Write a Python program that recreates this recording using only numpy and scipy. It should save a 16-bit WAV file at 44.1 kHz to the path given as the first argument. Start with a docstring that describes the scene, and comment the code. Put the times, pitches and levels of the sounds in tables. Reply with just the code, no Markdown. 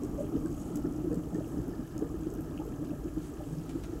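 """Rising glugs and a bed of smaller bubbles: a glass siphon coffee maker boils on a kitchen counter.
Steam climbs the tube and breaks into the upper bowl, where each bubble oscillates and excites the
resonances of the vessel. Droplets spit on hot glass over a faint hiss and a low rumble, with two duller
clicks near the end. A near wall reflects the spits, and the small room adds a short reverberation."""
import sys
import numpy as np
from scipy import signal
from scipy.fft import rfft, irfft, next_fast_len
from scipy.io import wavfile
from scipy.ndimage import map_coordinates

SR = 44100
rng = np.random.default_rng(int(sys.argv[2]) if len(sys.argv) > 2 else 0)


def waveform_to_disk(signal):
    """Save audio, clipped to [-1, 1], as 16-bit WAV at the path in sys.argv[1]."""
    frames = np.transpose(np.atleast_2d(signal))
    scaled = np.clip(frames, -1, 1) * 32767
    samples = np.round(scaled).astype(np.int16)
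    wavfile.write(sys.argv[1], SR, samples)


N = 176400
TIME = np.arange(N) / SR
WALL_DELAY_S = .012

# spectrum of spits and crackle (f/Hz, level/dB)
SPIT_SPECTRUM = [(1200, -35), (2400, -2.5), (3050, -0.5), (4000, -12), (5200, -3), (6100, -5), (6700, 1.5),
                 (7200, -6.5), (7800, 0), (9000, -13.5), (11800, -5.5), (15000, -13.5)]
# spectrum of clicks and swishes (f/Hz, level/dB)
CLICK_SPECTRUM = [(800, 0.5), (2400, 2), (4000, -1.5), (7500, -2.5), (10000, -8), (15000, -18)]


def amp(db):
    """Amplitude ratio of a level in decibels."""
    return 10 ** (np.asarray(db) / 20)


def unit(x):
    """Normalisation to rms 1."""
    return x / np.sqrt(np.mean(x ** 2) + 1e-20)


def contour(rows):
    """Gain by linear interpolation of (t/s, level/dB) points."""
    return amp(np.interp(TIME, *np.transpose(rows)))


def humps(rows):
    """Gain as a sum of Gaussian swells (t/s, width/s, level/dB)."""
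    return sum(amp(db) * np.exp(-((TIME - s) / width) ** 2) for s, width, db in rows)


def swell(u):
    """Gamma envelope: rises to 1 at u = 1, then dies away."""
    return (u * np.exp(1 - u)) ** 2


def filtered(x, response):
    """Linear filtering: the spectrum of x times a frequency response."""
    size = next_fast_len(len(x) + 8192)
    return irfft(rfft(x, size) * response(np.fft.rfftfreq(size, 1 / SR)), size)[:len(x)]


def coloured(x, spectrum):
    """Spectral shaping by (f/Hz, level/dB) points, at rms 1."""
    f, db = np.transpose(spectrum)
    return unit(filtered(x, lambda hz: amp(np.interp(np.log(hz + 1), np.log(f + 1), db))))


def noise(spectrum, size=N):
    """Filtered Gaussian noise of rms 1."""
    return coloured(rng.standard_normal(size), spectrum)


def add(track, s, sound):
    """Superposition of a sound on a track, starting at s seconds."""
    start = int(min(round(s * SR), N))
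    part = sound[max(-start, 0):N - start]
    track[max(start, 0):][:len(part)] += part


def glugs():
    """Volume oscillation of big steam bubbles: each glides in pitch, heaves the liquid and splashes."""
    # steam bubbles (crest t/s, relative level/dB, crest f/Hz, glide/(Hz/s), decay time/s)
    gulps = [(.034, -27, 307, 6997, 0.014), (.194, -24.5, 570, 1000, 0.0037),
             (.208, -24.5, 602, -600, 0.0072), (.354, -20.5, 276, 2498, 0.0075),
             (.366, -29.5, 426, 6000, 0.0092), (0.456, -22.5, 317, 902, 0.0073),
             (0.51, -27.5, 337, 998, .008), (0.738, -30, 190, 4000, 0.0081), (0.762, -26, 292, 200, 0.018),
             (0.794, -29, 290, 300, 0.005), (.852, -21, 320, 6000, 0.0093), (0.871, -28, 288, 300, 0.01),
             (0.917, -30.5, 267, 3000, 0.019), (0.986, -26, 292, 402, 0.013),
             (1.048, -23.5, 354, 600, 0.013), (1.073, -26, 327, 600, 0.028), (1.11, -25, 287, 2500, 0.019),
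             (1.119, -27.5, 467, 1200, 0.02), (1.174, -23, 229, 6000, 0.013),
             (1.197, -28.5, 305, 1202, 0.007), (1.335, -28.5, 197, 3000, .007),
             (1.351, -25.5, 299, 9000, 0.013), (1.387, -24.5, 328, 1200, 0.006),
             (1.546, -24, 292, 3000, 0.0038), (1.575, -24, 268, 6000, 0.0056),
             (1.599, -28.5, 126, 600, 0.0071), (1.688, -27.5, 271, 1000, 0.0058),
             (1.798, -27.5, 245, 2500, 0.012), (1.964, -26.5, 327, 600, 0.0046),
             (2.026, -22, 315, 1000, 0.0066), (2.027, -27, 436, 803, 0.0088), (2.142, -29, 330, 400, 0.014),
             (2.208, -32.5, 311.7, 400, 0.022), (2.271, -23, 337, 1000, 0.0052),
             (2.387, -28.5, 316, 500, 0.012), (2.594, -29, 302, 800, 0.016), (2.824, -26, 308, 300, 0.012),
             (2.916, -26, 304, 700, 0.0073), (2.933, -37.5, 600, 300, 0.0083),
             (3.058, -26, 329, 2000, 0.015), (3.176, -24.5, 310, -300, 0.0074),
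             (3.408, -36, 600, 1500, 0.0037), (3.53, -31, 153, 100, 0.011), (3.583, -30, 151.4, 100, 0.026),
             (3.758, -24.5, 318, 5000, 0.0062), (3.936, -28.5, 328, 6000, 0.006)]
    # spectrum of the splash (f/Hz, level/dB)
    splash_spectrum = [(120, -1.5), (330, 6.5), (480, 4.5), (620, -3.5), (800, -13.5), (1300, -21),
                       (1750, -18.5), (2300, -47), (5000, -50)]
    attack_s, crest_s, glide_s = .007, .0018, .01684
    thump_hz, thump_swell_s = 156, .0039
    out, splash_gain = np.zeros(N), np.zeros(N)
    t = np.arange(-2000, 8000) / SR  # zero at the crest
    elapsed = t - t[0]
    for (s, db, hz, rise, decay_s), phase in zip(gulps, rng.random(len(gulps))):
        waver = .063 * map_coordinates(rng.standard_normal(20), [110 * elapsed], mode="mirror")
        glide = rise * glide_s ** 2 * np.log(np.cosh(t / glide_s))  # the pitch levels off
        tone = np.sin(2 * np.pi * (hz * t + glide + phase + waver))
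        envelope = np.exp((crest_s - np.hypot(t, crest_s)) / np.where(t < 0, attack_s, decay_s))
        add(out, s + t[0], amp(db - 1) * envelope * tone)
        add(out, s - thump_swell_s, amp(db - 6.5) * bubble(thump_hz, 0, thump_swell_s, phase))
        add(splash_gain, s - attack_s, amp(db - 19.5) * swell(elapsed / decay_s))
    return vessel(out) + splash_gain * noise(splash_spectrum)


def bubble(hz, rise_hz_per_s, swell_s, phase):
    """Bubble resonance as a linear chirp that swells and fades; phase in cycles."""
    t = np.arange(int(7 * swell_s * SR)) / SR
    from_crest = t - swell_s
    cycles = hz * from_crest + rise_hz_per_s * from_crest ** 2 / 2 + phase
    return swell(t / swell_s) * np.sin(2 * np.pi * cycles)


def vessel(x):
    """Modal response: the filled glass adds damped resonances to the direct sound."""
    # vessel modes (f/Hz, bandwidth/Hz, level/dB re the direct sound)
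    modes = [(166.2, 13.5, 4.5), (295, 68, 0), (412, 36, -1), (462, 5.8, 1.5), (603, 22, -1), (777, 96, -9),
             (1260, 76, 8.5), (1860, 54, -30)]

    def ring(f):
        return sum(amp(db) * 1j * f * width / (hz ** 2 - f ** 2 + 1j * f * width)
                   for hz, width, db in modes)
    return filtered(x, lambda f: (1 + ring(f)) / 2)


def boil():
    """Amplitude modulation: bubble swarms and churning coffee follow the strength of the boil."""
    # strength of the boil (t/s, level/dB)
    strength = [(0, -39.5), (.68, -41), (1.27, -43), (1.6, -40.5), (1.82, -42.5), (1.86, -51), (1.91, -48),
                (1.95, -40.5), (2.2, -42.5), (2.75, -42.5), (3.0, -44), (3.23, -47), (3.35, -44), (4, -44)]
    # small bubbles (rate/(1/s), f/Hz, spread/octaves, swell/cycles, level/dB re the boil)
    swarms = [(168, 291, 0.313, 2.14, -1), (344.4, 720, 0.414, 3.587, -17.5)]
    # spectrum of the churning coffee (f/Hz, level/dB)
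    churn_spectrum = [(15, -45), (25, -3.5), (48, -6), (97, -3.5), (155, -1.5), (208, -19), (265, -2),
                      (320, 1), (440, -25), (479, -13.5), (518, -21.5), (605, -15), (650, -19), (764, -19),
                      (1040, -34), (1270, -22), (1510, -39), (1730, -36.5), (1910, -46), (2600, -47),
                      (3380, -58), (5720, -120)]
    bubbles = sum(amp(db) * swarm(per_s, hz, spread, cycles) for per_s, hz, spread, cycles, db in swarms)
    churn = sloshing(noise(churn_spectrum))
    return contour(strength) * (bubbles + churn)


def swarm(per_s, hz, spread_octaves, swell_cycles):
    """Incoherent sum of small bubbles ringing the vessel, at rms 1."""
    rise_per_swell, scatter_db = .097, 2
    out = np.zeros(N)
    chances = rng.random((4000, 2))[:int(per_s * N / SR)]
    deviations = np.clip(rng.standard_normal((4000, 2)), -2, 2)
    for (when, phase), (detune, size) in zip(chances, deviations):
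        pitch = hz * 2 ** (spread_octaves * detune)
        swell_s = swell_cycles / pitch
        chirp = bubble(pitch, rise_per_swell * pitch / swell_s, swell_s, phase)
        add(out, when * N / SR, amp(scatter_db * size) * chirp)
    return unit(vessel(out))


def sloshing(x, depth=.07, knots_per_s=9):
    """Frequency modulation: as the coffee sloshes, its resonances wander in pitch."""
    wobble = map_coordinates(rng.standard_normal(1000), [TIME * knots_per_s], mode="mirror")
    return map_coordinates(x, [np.cumsum(1 + depth * wobble)], mode="mirror")


def pops():
    """Cavity resonance: small bubbles burst at the surface with a short rising blip."""
    # surface bubbles (t/s, level/dB, crest f/Hz)
    bursts = [(.458, -50, 1540), (1.326, -43.5, 700), (1.348, -50.5, 1790), (1.404, -36, 590),
              (1.733, -53, 1740), (2.096, -48.5, 1150), (2.597, -43.5, 840), (2.612, -44.5, 840),
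              (2.83, -43.5, 595), (2.918, -46, 600), (3.404, -43, 780)]
    out = np.zeros(N)
    for (s, db, hz), phase in zip(bursts, rng.random(len(bursts))):
        add(out, s, amp(db) * bubble(hz, rise_hz_per_s=5100, swell_s=.00437, phase=phase))
    return out


def spits():
    """Flash evaporation: droplets on hot glass give a brief noise burst and a thin ping."""
    # droplets (t/s, level/dB, emphasised f/Hz)
    droplets = [(.034, -50.5, 7800), (.458, -52.5, 8060), (0.526, -55, 7800), (0.599, -58, 7750),
                (0.7555, -44.5, 11300), (0.759, -48.5, 6600), (.923, -57, 7600), (1.129, -56, 6560),
                (1.143, -51, 7940), (1.344, -54, 6460), (1.477, -54.5, 11600), (1.679, -55, 12900),
                (1.978, -49.5, 7100), (2.301, -55, 7700), (2.337, -52.5, 14600), (2.407, -52.5, 14000),
                (2.5757, -54.5, 2480), (2.665, -57, 14600), (2.846, -53.5, 6760)]
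    swell_s, width_octaves, ping_db, ping_decay_s = .0018, .6, -8.5, .005
    out, t = np.zeros(N), np.arange(SR // 20) / SR
    for s, db, hz in droplets:
        focus = lambda f: .24 + np.exp(-.5 * (np.log2((f + 1) / hz) / width_octaves) ** 2)
        burst = swell(t / swell_s) * unit(filtered(noise(SPIT_SPECTRUM, len(t)), focus))
        phase_drift = .15 * np.cumsum(rng.standard_normal(len(t)))
        ping = amp(ping_db) * np.exp(-t / ping_decay_s) * np.sin(2 * np.pi * hz * t + phase_drift)
        add(out, s, amp(db) * (burst + ping))
    return out


def clicks(attack_s=.00047, t60_s=.095):
    """Two dull clicks: broadband transients with exponential decay."""
    # click onsets (t/s, level/dB)
    onsets = [(3.692, -50), (3.836, -49.5)]
    out, t = np.zeros(N), np.arange(SR // 4) / SR
    for s, db in onsets:
        envelope = amp(db - 60 * t / t60_s) * (1 - np.exp(-t / attack_s))
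        add(out, s, envelope * noise(CLICK_SPECTRUM, len(t)))
    return out


def swishes():
    """Soft swishes: slowly modulated noise, coloured like the clicks."""
    # swells of noise (t/s, width/s, level/dB)
    swells = [(3.25, 0.063, -64), (3.72, 0.33, -65)]
    return humps(swells) * noise(CLICK_SPECTRUM)


def hiss():
    """Continuous noise and discrete crackle under one faint envelope."""
    # strength of the hiss (t/s, relative level/dB)
    strength = [(0, -63), (2.05, -65), (4, -64.5)]
    # spectrum of the hiss (f/Hz, level/dB)
    spectrum = [(1120, -6.5), (1900, -2.5), (2190, -5.5), (2570, -5.5), (3140, -1.5), (3440, -12),
                (4170, -13), (6610, -2), (7960, -4), (9010, -14.5), (11300, -4), (14800, -19), (15700, -24)]
    return contour(strength) * (amp(-2) * noise(spectrum) + amp(-3.5) * crackle())


def fizz():
    """Fizz on the hot glass: treble noise and crackle, amplitude-modulated in swells."""
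    # swells of fizz (t/s, width/s, level/dB)
    swells = [(.215, 0.022, -61.5), (.64, .1, -61), (1.51, 0.12, -66.5), (3.26, 0.052, -62.5),
              (3.49, 0.1, -66)]
    # spectrum of the fizz (f/Hz, level/dB)
    spectrum = [(2000, -12), (5000, -13.5), (6700, -2.5), (7900, -0.5), (9000, -3.5), (11500, -5),
                (15000, -53)]
    return humps(swells) * unit(noise(spectrum) + coloured(crackle(), spectrum))


def crackle(per_s=330, low_hz=1980, high_hz=14090, decay_s=.0028, scatter_db=4):
    """Damped oscillation of tiny bursting bubbles, each at its own pitch, in the room; rms 1."""
    out, t = np.zeros(N), np.arange(SR // 40) / SR
    chances = rng.random((4000, 2))[:int(per_s * N / SR)]
    sizes = np.clip(rng.standard_normal(4000), -2, 2)
    phase_drift = .3 * np.cumsum(rng.standard_normal(N + len(t)))  # broadens each spectral line
    for (when, height), size in zip(chances, sizes):
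        hz = low_hz + height * (high_hz - low_hz)
        ring = np.sin(2 * np.pi * hz * t + phase_drift[int(when * N):][:len(t)])
        add(out, when * N / SR, amp(scatter_db * size) * np.exp(-t / decay_s) * ring)
    return coloured(room(out), SPIT_SPECTRUM)


def froth(band_hz=(1600, 1920)):
    """Bubble resonances in the froth, heard as narrow-band chatter."""
    # strength of the chatter (t/s, level/dB)
    strength = [(0, -73), (1.1, -77), (1.5, -69), (2.2, -69.5), (4, -70.5)]
    bandpass = signal.butter(3, band_hz, "bandpass", fs=SR, output="sos")
    bubbles = swarm(per_s=260, hz=1459, spread_octaves=.118, swell_cycles=6.05)
    return contour(strength) * unit(signal.sosfilt(bandpass, bubbles))


def rumble(hum_hz=59.2):
    """Stationary low-frequency noise with a faint pure-tone hum."""
    # spectrum of the rumble (f/Hz, level/dB)
    spectrum = [(15, -58), (30, -8), (48, 9.5), (75, 0.5), (110, -4), (160, 5.5), (220, -20), (600, -26),
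                (1300, -21), (1750, -41.5), (2400, -40)]
    return amp(-45) * noise(spectrum) + amp(-52) * np.sin(2 * np.pi * hum_hz * TIME)


def wall(x, echo_db=-5):
    """Comb filtering: one reflection from the near wall interferes with the direct sound."""
    return filtered(x, lambda f: 1 + amp(echo_db) * np.exp(-2j * np.pi * f * WALL_DELAY_S))


def room(x, t60_s=.15, tail_db=-10.5):
    """Reverberation: the kitchen's diffuse field adds a short exponential tail."""
    t = np.arange(SR // 2) / SR
    tail = rng.standard_normal(len(t)) * amp(-60 * t / t60_s) * (t > WALL_DELAY_S)
    return x + amp(tail_db) * signal.fftconvolve(x, tail / np.linalg.norm(tail))[:N]


def scene():
    """Superposition in mono: reverberant events over the continuous boil and background."""
    events = wall(spits()) + glugs() + pops() + clicks() + swishes()
    return (room(events) + boil() + froth() + hiss() + fizz() + rumble())[None]


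def record(dry, top_hz=15800):
    """Band limiting: an ideal low-pass filter removes the highest treble."""
    return np.array([filtered(channel, lambda hz: hz < top_hz) for channel in dry])


dry = scene()
out = record(dry)
waveform_to_disk(out)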